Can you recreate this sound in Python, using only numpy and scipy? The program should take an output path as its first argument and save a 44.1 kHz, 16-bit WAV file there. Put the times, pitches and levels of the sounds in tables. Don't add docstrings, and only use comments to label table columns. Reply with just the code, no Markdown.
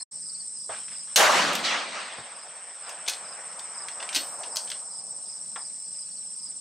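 import sys
import numpy as np
from scipy import signal
from scipy.fft import rfft, irfft
from scipy.io import wavfile
from scipy.ndimage import uniform_filter1d

SR = 44100
rng = np.random.default_rng(int(sys.argv[2]) if len(sys.argv) > 2 else 0)


def transcribe(u):
    v = np.clip(np.atleast_2d(u).T, -1, 1)
    q = np.round(v * 32767).astype(np.int16)
    wavfile.write(sys.argv[1], SR, q)


N = 291138


def amp(db):
    return 10 ** (np.asarray(db) / 20)


def unit_rms(x):
    return x / np.sqrt(np.mean(x ** 2) + 1e-20)


def curve_at(points, hz):
    point_hz, value = np.transpose(points)
    return np.interp(np.log(hz + 1), np.log(point_hz + 1), value)


def add(mix, start_s, sound):
    part = mix[..., round(start_s * SR):][..., :sound.shape[-1]]
    part += sound[..., :part.shape[-1]]


def panned(x, left_db):
    return amp([[left_db / 2], [-left_db / 2]]) * x


def swell(t, start_s, rise_s, hold_s, db, fall_db_per_s):
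    falling_s = np.maximum(t - start_s - rise_s - hold_s, 0)
    return np.clip((t - start_s) / rise_s, 0, 1) * amp(db - fall_db_per_s * falling_s)


def resonate(x, hz, width_hz, stages):
    carrier = np.exp(2j * np.pi * np.cumsum(np.broadcast_to(hz, x.shape[-1])) / SR)
    pole = np.exp(-np.pi * width_hz / SR)
    for _ in range(stages):
        x = 2 * (carrier * signal.lfilter([1 - pole], [1, -pole], x / carrier)).real
    return x


def stereo_noise(count, colour_db, correlation, patchy_db):
    frames, hz = count // 256 + 5, np.fft.rfftfreq(1024, 1 / SR)
    re, im, other_re, other_im, patches = rng.standard_normal((frames, len(hz), 5)).T
    patches = unit_rms(uniform_filter1d(uniform_filter1d(patches, size=12, axis=0), size=6, axis=1))
    alike = np.clip(curve_at(correlation, hz), -1, 1)[:, None]
    left = re + 1j * im
    right = alike * left + np.sqrt(1 - alike ** 2) * (other_re + 1j * other_im)
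    gain = amp(colour_db(hz[:, None], np.arange(frames) * 256 / SR) + patchy_db * patches)
    return signal.istft(np.array([left, right]) * gain, nperseg=1024, noverlap=768)[1][:, :count]


def burst(hz, t60_s, width_oct):
    t = np.arange(8192) / SR
    bin_hz = np.fft.rfftfreq(len(t), 1 / SR) + 1
    band = np.exp(-(np.log2(bin_hz / hz) / width_oct) ** 2 / 2)
    puff = irfft(rfft(rng.standard_normal(len(t))) * band)
    return unit_rms(puff) / 2 * amp(-60 * t / t60_s) * np.minimum(t / .0005, 1)


def field():
    # (frequency [Hz], relative density [dB])
    spectrum = [(30, -18), (70, -33), (184, -7), (230, -11), (266, -19), (962, -19), (3220, -25.5),
                (4300, -19), (5200, -5), (5900, -16.5), (6550, -17.5), (9000, -16), (10800, -70),
                (14800, -32.5)]
    # (frequency [Hz], correlation [0-1])
    correlation = [(60, 0.61), (130, 1.0), (290, 0.99), (640, 0.66), (1410, 0.07), (3100, 0.76),
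                   (6820, 0.79), (15000, 0.6)]
    bed = stereo_noise(N, lambda hz, t: curve_at(spectrum, hz), correlation, patchy_db=-2.54)
    return amp(-52) * unit_rms(bed)


def wings(hz, width_hz, teeth_per_s=6000):
    teeth = rng.uniform(-1, 1, (N, 2)).T * (rng.random((N, 2)).T < teeth_per_s / SR)
    teeth[1] = .9 * teeth[0] + .45 * teeth[1]
    return resonate(teeth, hz, width_hz, stages=3)


def katydids():
    # (stroke rate [1/s], offset [strokes], share of chorus power [0-1])
    singers = [(15.75, .5, .27), (16.52, -.47, .15), (16.77, .03, .11), (17.13, .48, .12)]
    t = np.arange(N) / SR
    far_share = 1 - sum(share for _, _, share in singers)
    chorus = np.sqrt(far_share) * unit_rms(wings(hz=8300, width_hz=980))
    for rate_hz, offset, share in singers:
        phase = (rate_hz * t + offset + .5) % 1
        strokes = np.sin(np.pi * phase) ** 1.15 * wings(hz=9000 - 1400 * phase, width_hz=1100)
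        chorus += np.sqrt(share) * unit_rms(strokes)
    grass_absorption = signal.butter(6, 9900, fs=SR, output="sos")
    return amp(-37) * signal.sosfilt(grass_absorption, chorus)


def insect_whines():
    # (pitch [Hz], width [Hz], level [dB])
    tones = [(4050, 60, -67), (5600, 150, -54)]
    return sum(amp(db) * unit_rms(resonate(rng.standard_normal((N, 2)).T, hz, width_hz, stages=2))
               for hz, width_hz, db in tones)


def insect_pips(mix, length_s=.013):
    # (time [s], pitch [Hz], level [dB])
    pips = [(0, 4250, -38), (.003, 4900, -42), (.015, 5250, -35.5), (.02, 4220, -41)]
    t = np.arange(0, length_s, 1 / SR)
    for start_s, hz, db in pips:
        add(mix, start_s, amp(db) * np.sin(np.pi * t / length_s) * np.sin(2 * np.pi * hz * t))


def knocks(mix):
    # (time [s], level [dB], centre [Hz], width [octaves], t60 [s])
    impacts = [(.009, -25, 1160, .4, 0.012), (.693, -42, 110, 1.1, .12), (.881, -39.5, 1990, 0.71, .06),
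               (1.552, -7, 2800, 1.2, 0.049), (2.183, -25, 700, 1.0, 0.09), (2.184, -36, 120, 1.0, .12),
               (3.08, -30, 900, 1.16, 0.24), (4.165, -34, 260, .45, 0.15), (4.027, -30, 1300, .6, .05),
               (4.568, -38, 910, 1.1, 0.057), (5.56, -25.5, 1410, 0.85, 0.043),
               (5.564, -32.5, 1050, 0.48, 0.044), (5.576, -34.5, 880, 0.38, 0.055)]
    for start_s, db, hz, width_oct, t60_s in impacts:
        add(mix, start_s, amp(db) * burst(hz, t60_s, width_oct))


def shelter(x, t60_s=.23):
    count = SR // 2
    taps = np.zeros((2, count))
    delays = np.arange(100, count - 10, 10) + rng.integers(0, 10, (2, (count - 101) // 10))
    np.put_along_axis(taps, delays, rng.choice([-1., 1.], delays.shape), 1)
    taps[1] = .91 * taps[0] + .28 * taps[1]
    taps = signal.lfilter([1], [1, -.3], taps * amp(-60 * np.arange(count) / SR / t60_s))
    return signal.fftconvolve(x[None], taps / np.linalg.norm(taps[0]), axes=1)[:, :N]


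def cricket_chirp(hz, spacing_s, left_db, db, smear_t60_s=.12):
    t, chirp = np.arange(0, .021, 1 / SR), np.zeros(SR // 4)
    phase = 2 * np.pi * np.cumsum(hz * (1 - .1023 * t / t[-1])) / SR
    stroke = (np.sin(phase) + .12 * np.sin(2 * phase)) * np.sin(np.pi * t / t[-1]) ** .42
    for k, swell_db in enumerate((-3.5, -.5, .3)):
        catch_db = 3 * np.cos(2 * np.pi * (230 * t + rng.random()))
        add(chirp, k * spacing_s, amp(db + swell_db + catch_db) * stroke)
    smear = rng.standard_normal((2, 3000)) * amp(-60 * np.arange(3000) / SR / smear_t60_s)
    scattered = signal.fftconvolve(chirp[None], smear / np.linalg.norm(smear[0]), axes=1)
    return panned(chirp, left_db) + amp(1) * scattered[:, :len(chirp)]


def crickets(mix):
    # (start pitch [Hz], stroke spacing [s], left minus right [dB], level [dB])
    voices = [(5350, .035, -14, -45.5), (4780, .054, -2, -43), (4700, .054, -4, -51.5)]
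    # (time [s], voice [index])
    chirps = [(.216, 0), (.288, 1), (.559, 0), (.922, 0), (2.35, 0), (2.826, 0), (3.244, 0), (3.74, 0),
              (4.512, 0), (4.91, 0), (5.254, 0), (5.572, 0), (5.944, 0), (6.055, 2), (6.388, 0)]
    for start_s, voice in chirps:
        add(mix, start_s, cricket_chirp(*voices[voice]))


def gunshot(arrivals, travel_s, length_s):
    # (frequency [Hz], relative density [dB])
    spectrum = [(30, -46), (134, -34), (170, -17), (320, -11), (415, -5.5), (584, 4.5), (1100, 3),
                (3000, -5), (8300, -12), (16000, -27.5)]
    # (frequency [Hz], correlation [0-1])
    correlation = [(60, .8), (180, .93), (550, .76), (1650, .7), (4970, .78), (9000, .85), (13000, 1)]
    air_db_per_s_khz2 = .35
    t = arrivals[0][0] + np.arange(1, length_s * SR) / SR
    power = np.array([swell(t, *row[:5]) ** 2 for row in arrivals]) + 1e-30
    tilt_db_per_oct = np.array(arrivals)[:, 5] @ power / power.sum(0)

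    def colour_db(hz, age_s):
        tilt_db = np.interp(age_s + t[0], t, tilt_db_per_oct) * np.log2(np.clip(hz, 900, 4500) / 900)
        air_loss_db = air_db_per_s_khz2 * (travel_s + age_s) * (hz / 1000) ** 2
        return curve_at(spectrum, hz) + tilt_db - air_loss_db

    roll = stereo_noise(len(t), colour_db, correlation, patchy_db=2)
    midband = signal.sosfilt(signal.butter(2, [400, 1600], "band", fs=SR, output="sos"), roll[:, :4000])
    return t[0], panned(roll / midband.std() * np.sqrt(power.sum(0)), left_db=.27)


def far_shot():
    # (time [s], rise [s], hold [s], level [dB], fall [dB/s], treble tilt [dB/octave])
    arrivals = [(.692, 0.0022, 0.0024, -31.5, 500, -7.5), (.695, 0.0087, .005, -39.5, 139, 3.5),
                (.86, 0.063, .01, -55, 90, 5.5), (1.065, .012, .07, -59, 60, 4.5)]
    return gunshot(arrivals, travel_s=.73, length_s=.6)


def rifle_shot():
    # (time [s], rise [s], hold [s], level [dB], fall [dB/s], treble tilt [dB/octave])
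    arrivals = [(1.159, .001, 0.04, -16, 150, 8), (1.165, 0.038, 0.023, -8.5, 65, 0.5),
                (1.27, 0.087, 0.021, -17, 51, 4), (1.46, 0.031, .03, -25, 150, 1),
                (1.625, 0.024, 0.013, -26, 72, 9), (1.66, 0.048, 0.062, -25, 110, 3.5),
                (1.84, .12, 0.027, -32, 42.5, 5), (2.2, 0.078, 0.18, -46, 7, 3),
                (2.8, 0.07, .02, -40, 90, 3.5), (2.7, .4, .35, -43.5, 19, 1.5),
                (3.55, 0.19, .15, -47.5, 27, 2), (3.95, 0.082, .05, -43, 40, 2),
                (4.05, 0.23, 0.22, -44, 23, -3), (4.7, 0.28, 0.11, -57, 11, -16)]
    return gunshot(arrivals, travel_s=0, length_s=5.4)


def boom():
    # (time [s], rise [s], hold [s], level [dB], fall [dB/s])
    envelope = (1.26, .12, .06, -28, 45)
    t = envelope[0] + np.arange(SR) / SR
    low = resonate(rng.standard_normal(len(t)), hz=210, width_hz=220, stages=2)
    low = signal.sosfilt(signal.butter(6, 145, "high", fs=SR, output="sos"), low)
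    return t[0], unit_rms(low) * swell(t, *envelope)


def bolt_clicks(mix):
    # (time [s], level [dB], centre [Hz], scrape t60 [s])
    clicks = [(1.532, -17, 5600, 0.038), (2.893, -22, 5000, 0.023), (3.064, -28, 3000, 0.09),
              (3.078, -12, 3500, 0.024), (3.083, -9.5, 4650, .04), (3.096, -11.5, 4850, 0.029),
              (3.134, -23, 4000, 0.042), (3.594, -28, 4750, 0.033), (3.885, -18.5, 2972, .015),
              (4.002, -27, 2500, 0.036), (4.027, -21.5, 2740, 0.024), (4.09, -20, 3140, .02),
              (4.127, -25.5, 3500, 0.092), (4.148, -8.5, 4500, 0.012), (4.153, -11, 4520, 0.019),
              (4.16, -11.5, 3700, 0.073), (4.433, -29, 3300, 0.074), (4.559, -17, 5500, .025),
              (4.569, -12, 4740, 0.019), (4.674, -33.5, 3500, 0.07), (4.701, -21.5, 4680, 0.025),
              (4.717, -20, 2980, 0.019)]
    # (frequency [Hz], relative level [dB], t60 [s])
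    steel = [(2120, -8, 0.019), (3285, -7, 0.063), (4050, -6, 0.034), (4600, -6, 0.082), (2527, -5, 0.073),
             (1560, -7.5, .09), (5680, -6, 0.036), (6080, 5.5, 0.037), (7540, -4, .04), (8100, -2, 0.05),
             (9550, 0, 0.048)]
    mode_hz, mode_db, mode_t60_s = np.transpose(steel)[:, :, None]
    for start_s, db, hz, t60_s in clicks:
        scrape = burst(hz, t60_s, width_oct=.72)
        t = np.arange(len(scrape)) / SR
        spread, phase, grip = rng.standard_normal((3, len(steel), 1))
        shifted_hz = mode_hz * (1 + .03 * grip)
        decay = amp(mode_db + 1.1 * spread - 60 * t / mode_t60_s)
        modes = decay * np.sin(2 * np.pi * (shifted_hz * t + phase))
        add(mix, start_s, amp(db) * (scrape + amp(-17) * modes.sum(0) / 2))


def case_rings(mix, t60_s=.6):
    # (time [s], level [dB])
    taps = [(4.149, -43), (4.216, -51.5), (4.569, -62)]
    t = np.arange(0, .5, 1 / SR)
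    pair = np.sin(2 * np.pi * 13990 * t) + .4 * np.sin(2 * np.pi * 14030 * t)
    for start_s, db in taps:
        add(mix, start_s, amp(db - 60 * t / t60_s) * pair)


def insect_ticks(rate_hz=29.5):
    t = np.arange(0, 1.5, 1 / SR)
    jitter = .23 * unit_rms(uniform_filter1d(rng.standard_normal(len(t)), size=3000))
    tick_count = np.maximum.accumulate(np.floor(rate_hz * t + jitter))
    impulses = np.diff(tick_count, prepend=0) * amp(2 * rng.standard_normal(len(t)))
    tick = burst(hz=2800, t60_s=.021, width_oct=.19)
    return amp(-74) * unit_rms(signal.oaconvolve(impulses, tick)[:len(t)])


def scene():
    mix = field() + katydids() + insect_whines()
    add(mix, *rifle_shot())
    add(mix, *far_shot())
    add(mix, *boom())
    add(mix, start_s=5.2, sound=insect_ticks())
    crickets(mix)
    insect_pips(mix)
    near = np.zeros(N)
    bolt_clicks(near)
    case_rings(near)
    knocks(near)
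    return mix + panned(near, left_db=1.2) + amp(-6) * shelter(near)


def record(dry):
    # (time [s], gain [dB])
    dropout = [(.03, 0), (.04, -25), (.056, -70), (.109, -70), (.112, -12), (.122, 0)]
    threshold_db, release_db_per_s, ceiling, cutoff_hz = -13, 3.2, .46, 15900
    t = np.arange(N) / SR
    heard = signal.sosfilt(signal.butter(2, 85, "high", fs=SR, output="sos"), dry)
    power_db = 10 * np.log10(abs(uniform_filter1d((heard ** 2).mean(0), size=600)) + 1e-12)
    release_db = release_db_per_s * t
    held_db = np.maximum.accumulate(power_db + release_db) - release_db
    duck_db = np.maximum(held_db - threshold_db, 0)
    clipped = ceiling * np.tanh(heard / amp(duck_db) / ceiling)
    clipped *= amp(np.interp(t, *np.transpose(dropout)))
    lowpass = signal.firwin(511, cutoff_hz, window=("kaiser", 9), fs=SR)
    return signal.oaconvolve(clipped, lowpass[None], "same")


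dry = scene()
out = record(dry)
transcribe(out)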